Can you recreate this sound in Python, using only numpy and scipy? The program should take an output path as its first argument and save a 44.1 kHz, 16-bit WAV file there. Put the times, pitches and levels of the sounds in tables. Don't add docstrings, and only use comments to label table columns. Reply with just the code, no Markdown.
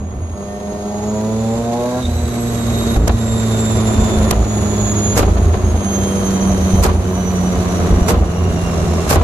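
import sys
import numpy as np
from scipy import signal
from scipy.fft import rfft, irfft, next_fast_len
from scipy.io import wavfile
from scipy.ndimage import uniform_filter1d

SR = 44100
rng = np.random.default_rng(int(sys.argv[2]) if len(sys.argv) > 2 else 0)


def wav_record(signal):
    frames = np.transpose(np.atleast_2d(signal))
    bounded = np.clip(frames, -1, 1)
    quanta = np.round(bounded * 32767).astype(np.int16)
    wavfile.write(sys.argv[1], SR, quanta)


N = 407043
T = np.arange(N) / SR
LEFT_RIGHT = np.array([[1], [-1]])


def undb(db):
    return 10 ** (np.asarray(db) / 20)


def curves(rows):
    s, *columns = np.transpose(rows)
    return [np.interp(T, s, c) for c in columns]


def response(at, points):
    return np.interp(at, *np.transpose(sorted(points)))


def unit(x):
    return x / np.sqrt(np.mean(x ** 2))


def pan(db):
    return undb(LEFT_RIGHT * db / 2)


def walk(rate):
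    k = max(int(SR / rate), 1)
    steps = np.repeat(rng.standard_normal(N // k + 1), k)
    return unit(uniform_filter1d(steps, k)[:N])


def turn(hz):
    return 2 * np.pi * np.cumsum(hz) / SR


def swell(at, rise, fall, hold=0):
    return np.exp(-np.clip(np.maximum((at - T) / rise, (T - at - hold) / fall), 0, 60))


# (centre [Hz], width [Hz], level [dB])
STANDING_WAVES = [(280, 11, 1), (336, 17, -4), (373, 18, 4), (444.4, 29, 3.5), (487, 13, 6),
                  (521, 8.6, -19), (612, 73, 3), (676, 19, -13), (710, 33, 7.5), (736, 11, -11),
                  (792, 19, 9), (813, 14, -12), (836, 12, 7.5), (885, 30, -4), (970, 80, 3.5),
                  (1126, 24, -4)]


def pipe_db(hz):
    grid = np.arange(2000)
    ripple = sum(db / (1 + (2 * (grid - centre) / width) ** 2) for centre, width, db in STANDING_WAVES)
    return np.interp(hz, grid, ripple)


def colour(x, points, ripple=0):
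    size = 2 * next_fast_len(N // 2 + 8192)
    hz, db = np.transpose(points)
    bins = np.arange(size // 2 + 1) * SR / size + 1
    gain_db = np.interp(np.log(bins), np.log(hz), db)
    if ripple:
        gain_db = gain_db + ripple * pipe_db(bins)
    cepstrum = irfft(np.log(undb(gain_db)))
    cepstrum[1:size // 2] *= 2
    cepstrum[size // 2 + 1:] = 0
    return irfft(rfft(x, size) * np.exp(rfft(cepstrum)))[..., :N]


# (frequency [Hz], side minus mid level [dB])
CELL_WIDTH = [(60, -1.5), (250, -9), (500, -12.5), (1000, -1), (3000, 0.5), (12000, 1)]


def air(points, drive=1, ripple=0):
    mid, side = rng.standard_normal((2, N)) * drive
    return unit(colour(mid + colour(side, CELL_WIDTH) * LEFT_RIGHT, points, ripple))


def cusped(wave, edge):
    edge = np.clip(edge, .01, .97)
    return np.arctanh(2 * edge * wave / (1 + edge ** 2)) / (2 * edge)


# (start [s], length [s], depth for the tones [0-1], depth for the noise [0-1])
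SAGS = [(2.06, 0.18, 0.23, 0.15), (2.98, 0.13, 0.5, 1), (3.944, 0.021, 0.1, 0), (4.314, 0.12, 0.52, 0.6),
        (5.182, 0.59, 0.55, 0.69), (6.564, 0.022, 0.07, 0), (6.817, 0.21, 0.4, 0.82),
        (7.93, 0.063, 0.1, 0.3), (8.094, 0.2, 0.32, 1), (9.12, 0.071, .8, 1)]
DIP_ATTACK_S, TONES_RETURN_S = 0.0063, 0.063
NOISE_HOLD, NOISE_RETURN = 0.8, [(3, 0.16), (7, 0.48)]


def dips():
    tones = sum(depth * swell(s, DIP_ATTACK_S, TONES_RETURN_S, length) for s, length, depth, _ in SAGS)
    noise = sum(depth * swell(s, DIP_ATTACK_S, response(s, NOISE_RETURN), NOISE_HOLD * length)
                for s, length, _, depth in SAGS)
    return tones, noise


# (time [s], level [dB])
THROTTLE = [(.28, -60), (.38, -32.5), (.8, -27), (1.1, -25.5), (1.7, -26), (2.0, -24), (2.03, -56),
            (2.3, -80)]


def throttle_open():
    power_db, = curves(THROTTLE)
    return np.clip(undb(power_db + 27), 0, 1)


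# (time [s], level [dB])
DRONE_LEVEL = [(0, -10), (.28, -21), (.38, -8), (.75, -5), (1.5, 1.5), (2.1, 1), (9.23, -2)]
# (frequency [Hz], level [dB])
DRONE_PITCH_RESPONSE = [(85, -24), (91, -22), (97, -23), (103, -20), (113, -22.5), (121, -34.5), (168, -21),
                        (182, -17), (191, -14.5), (203, -22), (215, -19), (238, -23.5)]
# (time [s], level [dB])
THREE_CYLINDER_LEVEL = [(.75, -17), (1, -6.5), (1.6, 0), (2.0, 4), (2.1, 5), (6.5, -2.5), (9.23, 6.5)]
# (multiple of the three-cylinder rate, level under power [dB], level coasting [dB])
EXHAUST_OVERTONES = [(3, -9, -14.5), (4, -4.5, -15), (5, -3.5, -17.5), (6, -6.5, -18.5), (7, -11, -34),
                     (8, -14.5, -25.5), (9, -14.5, -27.5), (10, -32, -27), (11, -22, -44), (12, -30, -49),
                     (13, -24, -26), (17, -43, -28), (18, -35, -55)]


def drone(phase, rate_hz, dip):
    flutter, power_rough, coast_rough = 0.12, .25, .2
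    three_dip_db, six_dip_db = -8, -17
    wander_db, sway_db = 0.46, .2
    opening_share, odd_share, coast_ripple = -0.13, 0.48, 1.07
    level_db, = curves(DRONE_LEVEL)
    power_db, = curves(THROTTLE)
    even_db = response(T, THREE_CYLINDER_LEVEL)
    three_db = level_db + response(rate_hz, DRONE_PITCH_RESPONSE) + three_dip_db * dip
    three_db = three_db + even_db + wander_db * walk(9.2)
    six_db = level_db + response(2 * rate_hz, DRONE_PITCH_RESPONSE) + six_dip_db * dip
    six_db = six_db + wander_db * walk(3.39)
    three = undb(three_db) * (1 + flutter * walk(35)) * np.sin(phase)
    six = undb(six_db) * (1 + flutter * walk(35)) * np.sin(2 * phase + 1)
    out = three * pan(-1.5) + six * pan(-2.3)
    coast = undb((three_db + six_db) / 2) * (1 - throttle_open())
    for k, on_db, off_db in EXHAUST_OVERTONES:
        standing_db = pipe_db(k * rate_hz)
        load_db = opening_share * (k - 4) * level_db + odd_share * (k % 2) * even_db
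        on = undb(power_db + on_db + load_db + standing_db + sway_db * k * walk(9.05))
        on = on * (1 + power_rough * walk(70))
        off = coast * undb(off_db + coast_ripple * standing_db) * (1 + coast_rough * walk(20))
        shift = LEFT_RIGHT * 0.048 * k * (-1) ** k
        smear = np.pi * k ** 2 / 6
        out = out + (on + off) * np.sin(k * (phase + 0.0062 * walk(25)) + shift + smear)
    return np.sqrt(2) * out


# (time [s], level [dB])
BURBLE_LEVEL = [(0, -24.5), (.15, -25), (.6, -33.5), (1.8, -34), (2.4, -26.5), (2.85, -21), (3.7, -25.5),
                (4.7, -22), (6.2, -23), (7.4, -24.5), (8.4, -20), (9.23, -21)]
# (frequency [Hz], level per Hz [dB])
BOOM_COLOUR = [(15, -27.5), (30, -7.5), (43, -13), (56, 5), (67, -9), (82, -4), (100, -5.5), (140, -16),
               (220, -33), (400, -46.5), (800, -58), (1500, -48.5), (4000, -104)]
# (frequency [Hz], level per Hz [dB])
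SPAT_GAS_COLOUR = [(80, -27), (200, -4.5), (400, 3), (750, 2.5), (1200, -21), (1800, -31), (4000, -53)]


def burble(rate_hz=76, scatter=.19, size_db=2.0, sputter_db=3.0, edge=0.73, spit_db=-15.5):
    smoulder_db, = curves(BURBLE_LEVEL)
    chance = rng.standard_normal((1000, 2))
    gaps = np.exp(scatter * chance[:, 0])
    at = (np.cumsum(gaps) * SR / rate_hz).astype(int)
    pulses = np.bincount(at, undb(size_db * chance[:, 1]), N)[:N]
    boom = unit(colour(pulses - pulses.mean(), BOOM_COLOUR))
    boom = signal.hilbert(boom, next_fast_len(N))[:N]
    boom = boom / np.sqrt(uniform_filter1d(abs(boom) ** 2, size=700) / 2 + 0.005)
    wave = np.cos(np.angle(boom))
    spit = air(SPAT_GAS_COLOUR, wave ** 2, ripple=0.35) * undb(spit_db)
    throb = abs(boom) * cusped(wave, edge) * pan(-1.3)
    return (throb + spit) * undb(smoulder_db + sputter_db * walk(20))


# (time [s], level [dB])
RUSH_LEVEL = [(0, -34), (.4, -32), (1, -28.5), (2.1, -28.5), (2.8, -23), (3.4, -24), (4, -19.5),
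              (4.5, -21.5), (6.6, -21), (7.2, -21.5), (7.85, -19), (9.23, -19.5)]
# (frequency [Hz], level per Hz [dB])
RUSH_COLOUR = [(60, -40), (145, 0), (205, 6.5), (275, -3), (370, 3.5), (500, -5), (680, -2), (860, -12),
               (1100, -9), (1600, -20.5), (3000, -27.5), (8000, -65)]
# (frequency [Hz], level per Hz [dB])
POWER_RASP_COLOUR = [(500, -34), (1100, -34), (2100, -16), (2800, -19), (4000, 17), (5200, 13), (7000, 10),
                     (9000, 5.5), (13000, 3)]


def gas(phase, dip, lumpy_db=0.96, rasp_db=-21.0, dip_db=-3.5):
    depth, rasp_depth = .45, .7
    rush_db, = curves(RUSH_LEVEL)
    power_db, = curves(THROTTLE)
    puffs = (1 + depth * np.cos(phase + .5 * walk(60))) * undb(lumpy_db * walk(140))
    rush = air(RUSH_COLOUR, puffs, ripple=0.4) * undb(rush_db + dip_db * dip)
    rasp = air(POWER_RASP_COLOUR, 1 + rasp_depth * np.cos(2 * phase)) * undb(power_db + rasp_db)
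    return rush + rasp


# (time [s], level [dB])
TYRE_LEVEL = [(0, -52.5), (.7, -43), (1.35, -38), (1.9, -35.5), (2.9, -31.5), (4, -31.5), (6.6, -32.5),
              (9.23, -30.5)]
# (frequency [Hz], level per Hz [dB])
TYRE_COLOUR = [(500, -50), (1200, 5.5), (2200, 2.5), (3100, -1.5), (3900, 4), (5200, -4.5), (6500, 6.5),
               (7400, 1), (8500, -10.5), (10000, -3.5), (12500, -8), (14000, -64)]
# (frequency [Hz], level over the hiss [dB])
WHISTLE_PITCH_RESPONSE = [(2750, -13), (2830, -10), (2900, -15.5), (3090, -13), (3220, -8.5), (3330, -14),
                          (3400, -9), (3470, -14), (3540, -6), (3610, -8), (3660, -5), (3725, -9.5),
                          (3755, -2.5), (3790, -4), (3830, -11), (3950, -1), (5480, -10), (5590, -14),
                          (5700, -12), (6050, -3.5), (6400, 3.5), (6580, 3.5), (6720, 7), (6880, 2.5),
                          (7000, -1), (7240, 2.5), (7480, -9.5), (7700, -4.5), (7860, -3.5), (8050, -4),
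                          (8400, -24.5), (9700, -5.5), (9950, -8.5), (10400, -11.5), (10800, -7.5),
                          (11200, -9.5), (11800, -8), (12900, 2), (13300, -29)]


def rollers(hz, slip, tone_dip, noise_dip):
    hiss_dip_db, whistle_dip_db, slipping_db = -7, -19, -9
    wander_db, throb_db, fourth_db = 1.6, 1.8, -14.5
    waver, skirt = .3, .12
    wobble, wheel_share = .0018, .0041
    ear_lag = 1.8
    level_db, = curves(TYRE_LEVEL)
    whistle_db = level_db + whistle_dip_db * tone_dip + slipping_db * slip / slip.max()
    wheel = turn(hz * wheel_share) + 1.0 * walk(12)
    phase = turn(hz * (1 + wobble * (np.sin(wheel) + walk(40))))
    whistle = 0
    for k in range(1, 5):
        db = whistle_db + response(k * hz, WHISTLE_PITCH_RESPONSE) + wander_db * walk(9) + fourth_db * (k == 4)
        ears = []
        for _ in range(2):
            slow = waver * (walk(45) + 1j * walk(45))
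            fast = skirt * (walk(220) + 1j * walk(220))
            ears.append(undb(throb_db * np.sin(wheel + k)) * (1 + slow + fast))
        carrier = np.exp(1j * (k * phase + np.array([[0], [ear_lag]])))
        whistle = whistle + undb(db) * unit(np.real(np.array(ears) * carrier))
    hiss = air(TYRE_COLOUR, undb(1.62 * walk(200))) * undb(level_db + hiss_dip_db * noise_dip)
    return whistle * pan(-5.5) + hiss * pan(-3.5)


# (start [s], length [s], lower resonance level [dB], upper resonance level [dB], edge [0-1])
FLARE_UPS = [(0.223, 0.12, -39, -24, .6), (2.048, .2, -26, -17.5, .65), (2.973, 0.082, -13, -27.5, .95),
             (3.099, 0.063, -16.5, -17, 0.8), (3.962, 0.071, -22, -15, .8),
             (4.174, 0.16, -19.5, -16.5, 0.96), (4.326, 0.1, -12.5, -22, 0.73),
             (5.212, 0.24, -13.5, -17, 0.84), (5.464, 0.059, -25, -11, 0.66),
             (5.571, .025, -19, -13.5, 0.7), (5.64, 0.14, -18.5, -15, 0.78), (6.582, 0.064, -26, -16, 0.4),
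             (6.747, 0.073, -13.5, -15, 0.6), (6.872, 0.13, -19, -17.5, .7), (7.907, .069, -22, -17, 0.8),
             (8.138, 0.089, -17.5, -18, .84), (9.145, .1, -19, -18, .73)]
FLARE_ATTACK_S, FLARE_RELEASE_S = 0.002, 0.025


def flares(low_hz=56.0, high_hz=82, jitter_s=0.000935, uneven_db=1.9, spit_db=-18):
    low, high = (np.exp(2j * np.pi * hz * (T + jitter_s * walk(35))) for hz in (low_hz, high_hz))
    throb, cusps = 0, 0
    for s, length, low_db, high_db, edge in FLARE_UPS:
        lit = min(int(s * SR), N - 1)
        boom = undb(low_db) * low / low[lit] + undb(high_db) * high / high[lit]
        strength = abs(boom) * swell(s, FLARE_ATTACK_S, FLARE_RELEASE_S, length)
        wave = boom.real / abs(boom)
        throb = throb + strength * cusped(wave, edge)
        cusps = cusps + strength * 2 * (wave * wave) ** 3
    spit = cusps * air(SPAT_GAS_COLOUR, ripple=0.62) * undb(spit_db)
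    return (np.sqrt(2) * throb * pan(-1.1) + spit) * undb(uneven_db * walk(60))


LIFT_S = 2.06


def blow_off(hz=3700, db=-30):
    rough = 1 + 1.1 * (walk(220) + 1j * walk(330))
    chirp = np.real(rough * np.exp(1j * turn(np.full(N, hz))))
    return unit(chirp) * undb(db) * swell(LIFT_S, 0.025, 0.012)


# (time of the peak [s], level [dB], decay [s])
FLAME_CRACKS = [(3.08, -8, 0.0024), (4.311, -7, 0.0027), (5.178, -8.5, 0.0097), (5.196, -16, .006),
                (5.222, -27, .008), (6.839, -12, 0.018), (8.088, -12.5, 0.0054), (8.1, -17, 0.018),
                (9.106, -9.5, 0.013), (9.131, -15.5, 0.015), (9.158, -27, 0.0044)]
# (time [s], level [dB], decay [s])
GAS_POPS = [(2.963, -17.5, 0.0047), (3.079, -12, .005), (3.095, -12.5, 0.0096), (4.314, -10, 0.0026),
            (4.324, -18, .004), (4.33, -16, 0.0074), (4.364, -25, 0.0098), (5.172, -11, .014),
            (5.194, -8, .008), (5.206, -14, .014), (5.23, -12, 0.0099), (5.259, -22, 0.0046),
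            (5.28, -18, 0.0049), (5.298, -26, 0.015), (5.372, -19.5, 0.014), (5.54, -17, 0.015),
            (6.838, -15, .008), (6.85, -9.5, 0.023), (6.889, -16, 0.03), (7.907, -19, .015),
            (8.086, -14, .006), (8.093, -12, 0.0027), (8.103, -11.5, 0.023), (8.142, -16.5, 0.025),
            (9.111, -10, 0.0081), (9.126, -10, 0.021), (9.16, -10.5, 0.022), (9.213, -17, .02)]
# (frequency [Hz], level per Hz [dB])
FLAME_CRACK_COLOUR = [(100, -9), (300, 10), (1000, 14), (2200, 7.5), (3200, 2), (4200, 4.5), (5300, 6),
                      (7000, 9), (9000, 2.5), (12500, 3.5), (14000, 8.5)]
# (frequency [Hz], level per Hz [dB])
POP_COLOUR = [(30, -40), (90, 6), (200, 2.5), (350, 2.5), (700, 0), (900, -7), (1100, -3), (1800, -17),
              (4000, -22.5), (9000, -51)]
CRACK_SWELL_S, POP_SWELL_S, POP_HOLD_S = 0.0089, 0.004, 0.0025


def bangs(crackle_db=2.4, ragged_db=-0.5):
    crack = sum(undb(db) * swell(s, min(decay, CRACK_SWELL_S), decay) for s, db, decay in FLAME_CRACKS)
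    power = sum((undb(db) * swell(s, POP_SWELL_S, decay, POP_HOLD_S)) ** 2 for s, db, decay in GAS_POPS)
    cracks = crack * air(FLAME_CRACK_COLOUR, undb(crackle_db * walk(500))) * pan(-4.7)
    pops = np.sqrt(power) * air(POP_COLOUR, undb(ragged_db * walk(150)), ripple=0.99)
    return cracks + pops


# (time [s], peak level [dB])
PIPE_THUMPS = [(2.9695, -0.5), (4.016, -4), (4.174, -8), (5.278, -2), (6.737, 1), (7.906, -4), (7.925, 2),
               (7.962, -6), (8.018, 2)]


def thumps(width_s=0.0016, return_s=0.0081, echo=0.78):
    out = 0
    for s, db in PIPE_THUMPS:
        spike = swell(s, width_s / 2, width_s)
        suction = echo * swell(s + return_s, width_s, width_s)
        out = out + undb(db) * (spike - suction)
    return out


# (time [s], pitch of their whistle [Hz])
ROLLER_PITCH = [(0, 3319), (.55, 3262), (.8, 3277), (1, 3317), (1.25, 3430), (1.5, 3559), (2.04, 3930),
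                (2.85, 3771), (3.75, 3605), (4.2, 3514), (4.7, 3420), (5.1, 3353), (5.9, 3226), (6.7, 3098),
                (7.2, 3010), (8.3, 2849), (8.7, 2778), (9.23, 2708)]
# (time [s], share of the speed)
TYRE_SLIP = [(.3, 0), (.55, .019), (1.25, .032), (1.75, .045), (2.01, .058), (2.07, 0)]
WHISTLE_PER_FIRING = 32.72


def scene():
    roller_hz, = curves(ROLLER_PITCH)
    slip, = curves(TYRE_SLIP)
    engine_hz = roller_hz / WHISTLE_PER_FIRING * (1 + slip)
    phase = turn(engine_hz * (1 + 0.002463 * walk(30)))
    tone_dip, noise_dip = dips()
    exhaust = drone(phase, engine_hz, tone_dip) + burble() + gas(phase, noise_dip)
    exhaust = exhaust + flares() + bangs() + thumps()
    return exhaust + rollers(roller_hz, slip, tone_dip, noise_dip) + blow_off()


TOP_HZ = 13200


def record(dry):
    rounded = dry / (1 + (dry / .9) ** 6) ** (1 / 6)
    return signal.sosfilt(signal.ellip(10, .2, 80, TOP_HZ, fs=SR, output="sos"), rounded)


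dry = scene()
out = record(dry)
wav_record(out)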